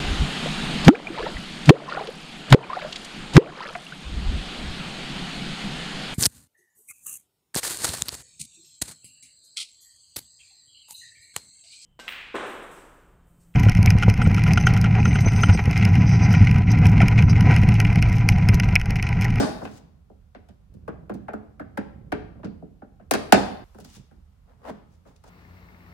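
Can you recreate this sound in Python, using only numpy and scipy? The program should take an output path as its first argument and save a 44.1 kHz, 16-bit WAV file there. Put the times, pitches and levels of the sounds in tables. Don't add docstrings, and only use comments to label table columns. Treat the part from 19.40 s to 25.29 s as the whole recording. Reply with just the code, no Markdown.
import sys
import numpy as np
from scipy import signal
from scipy.fft import rfft, irfft, next_fast_len
from scipy.io import wavfile
from scipy.ndimage import uniform_filter1d

SR = 44100
rng = np.random.default_rng(int(sys.argv[2]) if len(sys.argv) > 2 else 0)


def wrap_up_sound(samples):
    columns = np.atleast_2d(samples).T
    tamed = np.clip(columns, -1, 1)
    steps = np.round(tamed * 32767).astype(np.int16)
    wavfile.write(sys.argv[1], SR, steps)


N = 259912
TIME_S = np.arange(N) / SR
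RING, TAIL = 8192, 32768
RING_HZ = np.fft.rfftfreq(RING, 1 / SR)
CUT_S = 4.241
SWELL_DB = 20


def amp(db):
    return 10 ** (np.asarray(db) / 20)


def unit(x):
    return x / np.sqrt(np.mean(x ** 2) + 1e-20)


def along(points, hz):
    point_hz, value = np.transpose(points)
    return np.interp(np.log(hz + 1), np.log(point_hz + 1), value)


def filtered(x, response):
    size = next_fast_len(N + RING)
    hz = np.fft.rfftfreq(size, 1 / SR)
    return irfft(rfft(x, size) * response(hz), size)[..., :N]


def causal(gain):
    cepstrum = irfft(np.log(np.maximum(gain, 1e-7)))
    fold = np.r_[1, np.full(RING // 2 - 1, 2), np.zeros(RING // 2)]
    return np.exp(rfft(cepstrum * fold))


def dying(t60s, size):
    hz, t, bins = signal.stft(rng.standard_normal((2, size)), SR, nperseg=128)
    fade = np.exp(-np.log(1000) * t / along(t60s, hz)[:, None])
    fade_energy = np.linalg.norm(fade, axis=1, keepdims=True)
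    burst = signal.istft(bins * fade / fade_energy, nperseg=128)[1][:, :size]
    return burst / np.sqrt(np.sum(burst ** 2) / 2)


# frequency_hz, correlation
LIKENESS = [(60, 0.91), (130, 1), (290, 0.14), (700, 0.2), (3000, 0.042)]


def ports(pair, hz):
    angle = np.arccos(np.clip(along(LIKENESS, hz), -1, 1)) / 2
    mid = pair[0] * np.cos(angle)
    side = pair[1] * np.sin(angle)
    return np.array([mid + side, mid - side])


def spread(pair, spectrum):
    size = next_fast_len(N)
    hz = np.fft.rfftfreq(size, 1 / SR)
    coloured = ports(rfft(pair, size), hz) * amp(along(spectrum, hz))
    return unit(irfft(coloured, size)[:, :N])


def swells(rows):
    power = 0
    for peak_s, level_db, rise_s, fall_s in rows:
        slope = np.maximum((peak_s - TIME_S) / rise_s, (TIME_S - peak_s) / fall_s)
        power = power + amp(level_db - SWELL_DB * slope) ** 2
    return np.sqrt(power)


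def friction(rate_hz, uneven_db, smooth):
    slips = (rng.random(N) < rate_hz / SR) * amp(uneven_db * rng.standard_normal(N))
    grip = signal.lfilter([1], [1, -np.exp(-1 / (.0012 * SR))], slips)
    return (unit(grip) + smooth) * rng.standard_normal((2, N))


# frequency_hz, t60_s
ROOM_DECAY = [(70, 1), (200, 0.5), (1000, 0.62), (4000, 0.57), (8000, 0.39), (15000, 0.93)]
# frequency_hz, level_db
ROOM_LEVEL = [(80, -1), (250, -9), (700, -10), (1500, -7.5), (4500, -6), (8000, -10), (15000, -24)]


def room(wall_s):
    hz = np.fft.rfftfreq(TAIL, 1 / SR)
    tail = irfft(ports(rfft(dying(ROOM_DECAY, TAIL)), hz) * amp(along(ROOM_LEVEL, hz)))
    return np.pad(tail, ((0, 0), (round(wall_s * SR), 0)))[:, :TAIL]


# frequency_hz, relative_density_db
RUMBLE_SPECTRUM = [(13, -44), (22, -21), (38, -4), (80, -2), (94, -8), (108, -13), (152, -14.5),
                   (183, -13.5), (312, -37.5), (500, -44.5), (650, -76), (1100, -120)]
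# frequency_hz, relative_density_db
HISS_SPECTRUM = [(240, -28.5), (400, -6.5), (1420, -10.5), (1580, -15.5), (2510, -17.5), (10500, -27),
                 (13300, -26), (16000, -35)]
RUMBLE_DB, HISS_BEFORE_DB, HISS_AFTER_DB = -54.5, -74.5, -73
SETTLE_DB, SETTLE_S = -64.5, 0.61


def workshop():
    rumble = amp(RUMBLE_DB) * spread(rng.standard_normal((2, N)), RUMBLE_SPECTRUM)
    settling = amp(SETTLE_DB - SWELL_DB * np.abs(TIME_S - CUT_S) / SETTLE_S)
    after = np.hypot(amp(HISS_AFTER_DB), settling)
    hiss_gain = np.where(TIME_S < CUT_S, amp(HISS_BEFORE_DB), after)
    return rumble + hiss_gain * spread(rng.standard_normal((2, N)), HISS_SPECTRUM)


# peak_s, level_db, rise_s, fall_s
PUSHES = [(0, -47, .1, 0.75), (1.35, -50, 0.077, 0.43), (1.48, -49.5, .15, .9), (2.75, -46.5, 1.17, 0.87),
          (3.03, -47, 0.88, 0.46), (3.9, -56.5, .4, 0.4), (4.42, -43.5, 0.052, 0.036),
          (4.59, -45, 0.056, 0.072), (4.77, -60.5, .15, .16), (5.38, -55, 0.071, 0.35)]
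# frequency_hz, relative_density_db
GROAN_SPECTRUM = [(15, -49.5), (40, -18), (80, 2.5), (170, 4.5), (300, -10), (500, -14), (900, -31.5),
                  (2500, -45), (6000, -81)]
SWAY_DB, SWAY_S = -1.5, .3


def flexing():
    push = swells(PUSHES)
    groan = push * spread(friction(rate_hz=150, uneven_db=0.0, smooth=0.93), GROAN_SPECTRUM)
    sway_gain = amp(SWAY_DB) * uniform_filter1d(push, size=round(SWAY_S * SR) + 1)
    sway = sway_gain * spread(rng.standard_normal((2, N)), RUMBLE_SPECTRUM)
    return groan + sway


# peak_s, level_db, rise_s, fall_s
STROKES = [(.253, -52, 0.048, 0.021), (.38, -55.5, 0.27, 0.031), (4.41, -58, 0.022, .03),
           (4.45, -51, 0.012, 0.03), (4.56, -52, .17, 0.057), (5.54, -68.5, 0.07, .05),
           (5.68, -66, 0.032, 0.081), (5.763, -61.5, 0.0063, .02), (5.88, -60.5, 0.054, 0.074)]
# frequency_hz, relative_density_db
SKIN_SPECTRUM = [(470, -39), (800, -6.5), (1500, -12), (1630, -10.5), (6330, -8), (11800, -19),
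                 (12900, -40), (14300, -20), (16000, -17)]


def sliding_hand():
    return swells(STROKES) * spread(friction(rate_hz=900, uneven_db=3, smooth=1.5), SKIN_SPECTRUM)


# peak_s, level_db, rise_s, fall_s
SCRAPES = [(5.095, -57.5, 0.04, 0.11), (5.255, -39.5, 0.019, 0.086), (5.3, -32, 0.058, 0.017),
           (5.665, -54, 0.012, 0.11), (5.85, -53, 0.0069, .5)]
# frequency_hz, relative_density_db
EDGE_SPECTRUM = [(71, -39), (120, -26), (278, 4.5), (348, -16.5), (418, 2.5), (874, -3), (1750, -14),
                 (2590, -23.5), (10800, -38.5), (12800, -41), (13900, -44.5), (16000, -37.5)]


def scraping_lever():
    return swells(SCRAPES) * spread(friction(rate_hz=900, uneven_db=2.5, smooth=.8), EDGE_SPECTRUM)


def rubbing():
    near = sliding_hand() + scraping_lever()
    answer = signal.fftconvolve(near, amp(-0.5) * room(wall_s=0.0014), axes=1)[:, :N]
    return near + answer


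def resonance(hz, width_hz, db):
    return db / (1 + (2 * (RING_HZ - hz) / width_hz) ** 2)


YIELD_HZ, BASS_HZ = 434, 358
CONTACT_STEEPNESS = 6.1


def force(knock_db, contact_hz, bass_db, crack_db):
    panel = 1 + (RING_HZ / YIELD_HZ) ** 2
    contact = 1 + (RING_HZ / contact_hz) ** CONTACT_STEEPNESS
    bass = 1 / (1 + (RING_HZ / BASS_HZ) ** 4)
    return np.hypot(amp(knock_db + bass_db * bass) / np.sqrt(panel * contact), amp(crack_db))


# frequency_hz, t60_s
PLASTIC_DECAY = [(100, 0.33), (300, 0.14), (800, 0.061), (2000, 0.14), (5000, 0.079), (14000, 0.042)]


def release(rise_s, rattle_db, direct_db, lag_s, sway_s, sway_hz):
    age_s = np.arange(RING) / SR
    rattle = amp(rattle_db * unit(uniform_filter1d(rng.standard_normal(RING), size=90)))
    ring = dying(PLASTIC_DECAY, RING) * rattle * (1 - np.exp(-age_s / rise_s))
    channel_lag_s = np.array([[0], [lag_s]])
    direct = amp(direct_db) * np.exp(-2j * np.pi * RING_HZ * channel_lag_s)
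    build_up = np.exp(-2j * np.pi * sway_s * sway_hz * np.arctan(RING_HZ / sway_hz))
    return (ports(rfft(ring), RING_HZ) + direct) * build_up


def blow(gain):
    spectrum = release(rise_s=0.00038, rattle_db=3.0, direct_db=-14.5,
                       lag_s=0.00046, sway_s=.018, sway_hz=266.8)
    ring = irfft(spectrum * causal(gain))
    return ring * np.minimum(np.linspace(4, 0, RING), 1) ** 2


# start_s, knock_db, contact_hz, bass_db, crack_db, low_mode_hz, high_mode_hz
BLOWS = [(-.025, 30.5, 8300, 0.5, 11, 267, 1100), (.025, 14.5, 6060, 4.5, -42, 246, 1120),
         (.216, 7.5, 1520, 10, -45, 596, 900), (.251, 8, 3100, -0.5, -33, 289.5, 2600),
         (.699, -9, 720, 4.5, -58, 544, 900), (.948, -1.5, 3850, 1.5, -49, 239, 2040),
         (1.086, -14.5, 9190, 13.5, -40, 230, 3060), (1.338, -20.5, 510, 21, -41, 488, 3500),
         (1.478, 9.5, 2140, 7, -32.5, 435, 1150), (1.695, 8.5, 2400, 11, -32.5, 424, 1020),
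         (1.739, -8.5, 9310, 28, -28, 460, 990), (1.882, 11, 1950, -5, -37.5, 860, 2400),
         (1.934, 6.5, 1940, 11.5, -31.5, 600, 1340), (2.196, 7, 2080, 4.5, -35.5, 270, 1620),
         (2.373, 13.5, 2680, 6, -21, 298, 1830), (2.72, 16.5, 3470, 5.5, -20.5, 413, 2200),
         (2.991, -10, 910, 1.5, -53, 563, 1140), (3.032, 2, 2830, 16, -45.5, 247, 1390),
         (3.045, 0, 7650, 16.5, -40, 435, 2500), (3.223, -2.5, 620, 16.5, -56.5, 447, 1370),
         (3.419, -4.5, 1898, 12, -66.5, 810, 1390), (3.597, -9.5, 2070, 11.5, -59.5, 665, 2730),
         (3.71, 23.5, 7140, -5, 3.5, 260, 2360), (3.737, 23, 8810, -2.5, -2.5, 402, 2400),
         (3.923, 35, 9030, -3, 7.5, 792, 2550), (4.346, -9, 1900, 9, -38.5, 522, 1000),
         (4.385, -3, 1240, -9, -34, 241, 2370), (4.401, -17.5, 904, 13, -26.5, 243, 2780),
         (4.445, -14, 1500, 14.5, -26, 239, 4500), (4.712, -17, 2600, 14.5, -48.5, 776, 1610),
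         (5.294, -3.5, 2530, 15.5, -36, 417.2, 1305), (5.652, -15, 2406, 11.5, -54, 533, 1218),
         (5.838, -11, 7900, -4, -38, 900, 1167)]
# frequency_hz, width_hz, boost_db
DOOR_MODES = [(203.9, 35, 9), (273, 74, 4.5), (426.3, 8.9, 7.5), (594, 19, 4.5), (655, 71, 3), (757, 74, 1),
              (1040, 17, 0.5), (1506, 360, 10.5), (1780, 160, 3), (2700, 110, 3), (4950, 250, 0)]
# frequency_hz, level_db
BLOW_COLOUR = [(20, -33.5), (45, -21.5), (90, -10), (160, -7.5), (230, -2.5), (750, 4.5), (950, -0.5),
               (1250, -4.5), (1600, -6), (2500, -5.5), (3400, -3.5), (4600, 1.5), (7000, -0.5),
               (11000, 0.5), (13300, -6), (15500, -3)]
# frequency_hz, boost_db
MEAN_BOOST = [(120, 4), (250, 6.5), (1600, 3), (6000, -4.5)]
HIGH_MODE_DB, HIGH_MODE_GROWTH = 7, .05


def prying():
    out = np.zeros((2, N + 2 * TAIL))
    answers = [room(wall_s=.012) for _ in range(5)]
    door_db = sum(resonance(*mode) for mode in DOOR_MODES)
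    for k, (start_s, knock_db, contact_hz, bass_db, crack_db, low_mode_hz, high_mode_hz) in enumerate(BLOWS):
        low_mode_db = resonance(low_mode_hz, width_hz=0.19 * low_mode_hz, db=5.5)
        high_boost_db = HIGH_MODE_DB + HIGH_MODE_GROWTH * knock_db
        high_mode_db = resonance(high_mode_hz, width_hz=0.3 * high_mode_hz, db=high_boost_db)
        modes_db = door_db + low_mode_db + high_mode_db
        push = force(knock_db, contact_hz, bass_db, crack_db)
        near = blow(push * amp(along(BLOW_COLOUR, RING_HZ) + modes_db))
        evening = causal(amp(0.57 * (along(MEAN_BOOST, RING_HZ) - modes_db)))
        all_round = irfft(rfft(near) * evening)
        hit = signal.fftconvolve(all_round, answers[k % len(answers)], axes=1)[:, :TAIL]
        hit[:, :RING] += near
        heard = (start_s > CUT_S) | (start_s + np.arange(TAIL) / SR < CUT_S)
        first = TAIL + round(start_s * SR)
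        out[:, first:first + TAIL] += hit * heard
    return amp(-0.49) * out[:, TAIL:TAIL + N]


# frequency_hz, left_minus_right_db
BALANCE = [(60, -5), (200, -5), (400, 1.5), (1300, 1.6), (2400, 0), (4400, 4), (8000, -1), (15000, 0)]


def scene():
    sound = workshop() + flexing() + rubbing() + prying()

    def lean(hz):
        gain = amp(along(BALANCE, hz) * np.array([[.5], [-.5]]))
        return gain / np.sqrt(np.mean(gain ** 2, axis=0))

    return filtered(sound, lean)


LOW_HZ, TOP_HZ = 33.13, 16200


def record(dry):
    heard = filtered(dry, lambda hz: hz ** 4 / np.sqrt(hz ** 8 + LOW_HZ ** 8))
    clipped = heard / (1 + np.abs(heard) ** 16) ** (1 / 16)
    return filtered(clipped, lambda hz: 1 / (1 + (hz / TOP_HZ) ** 120))


dry = scene()
out = record(dry)
wrap_up_sound(out)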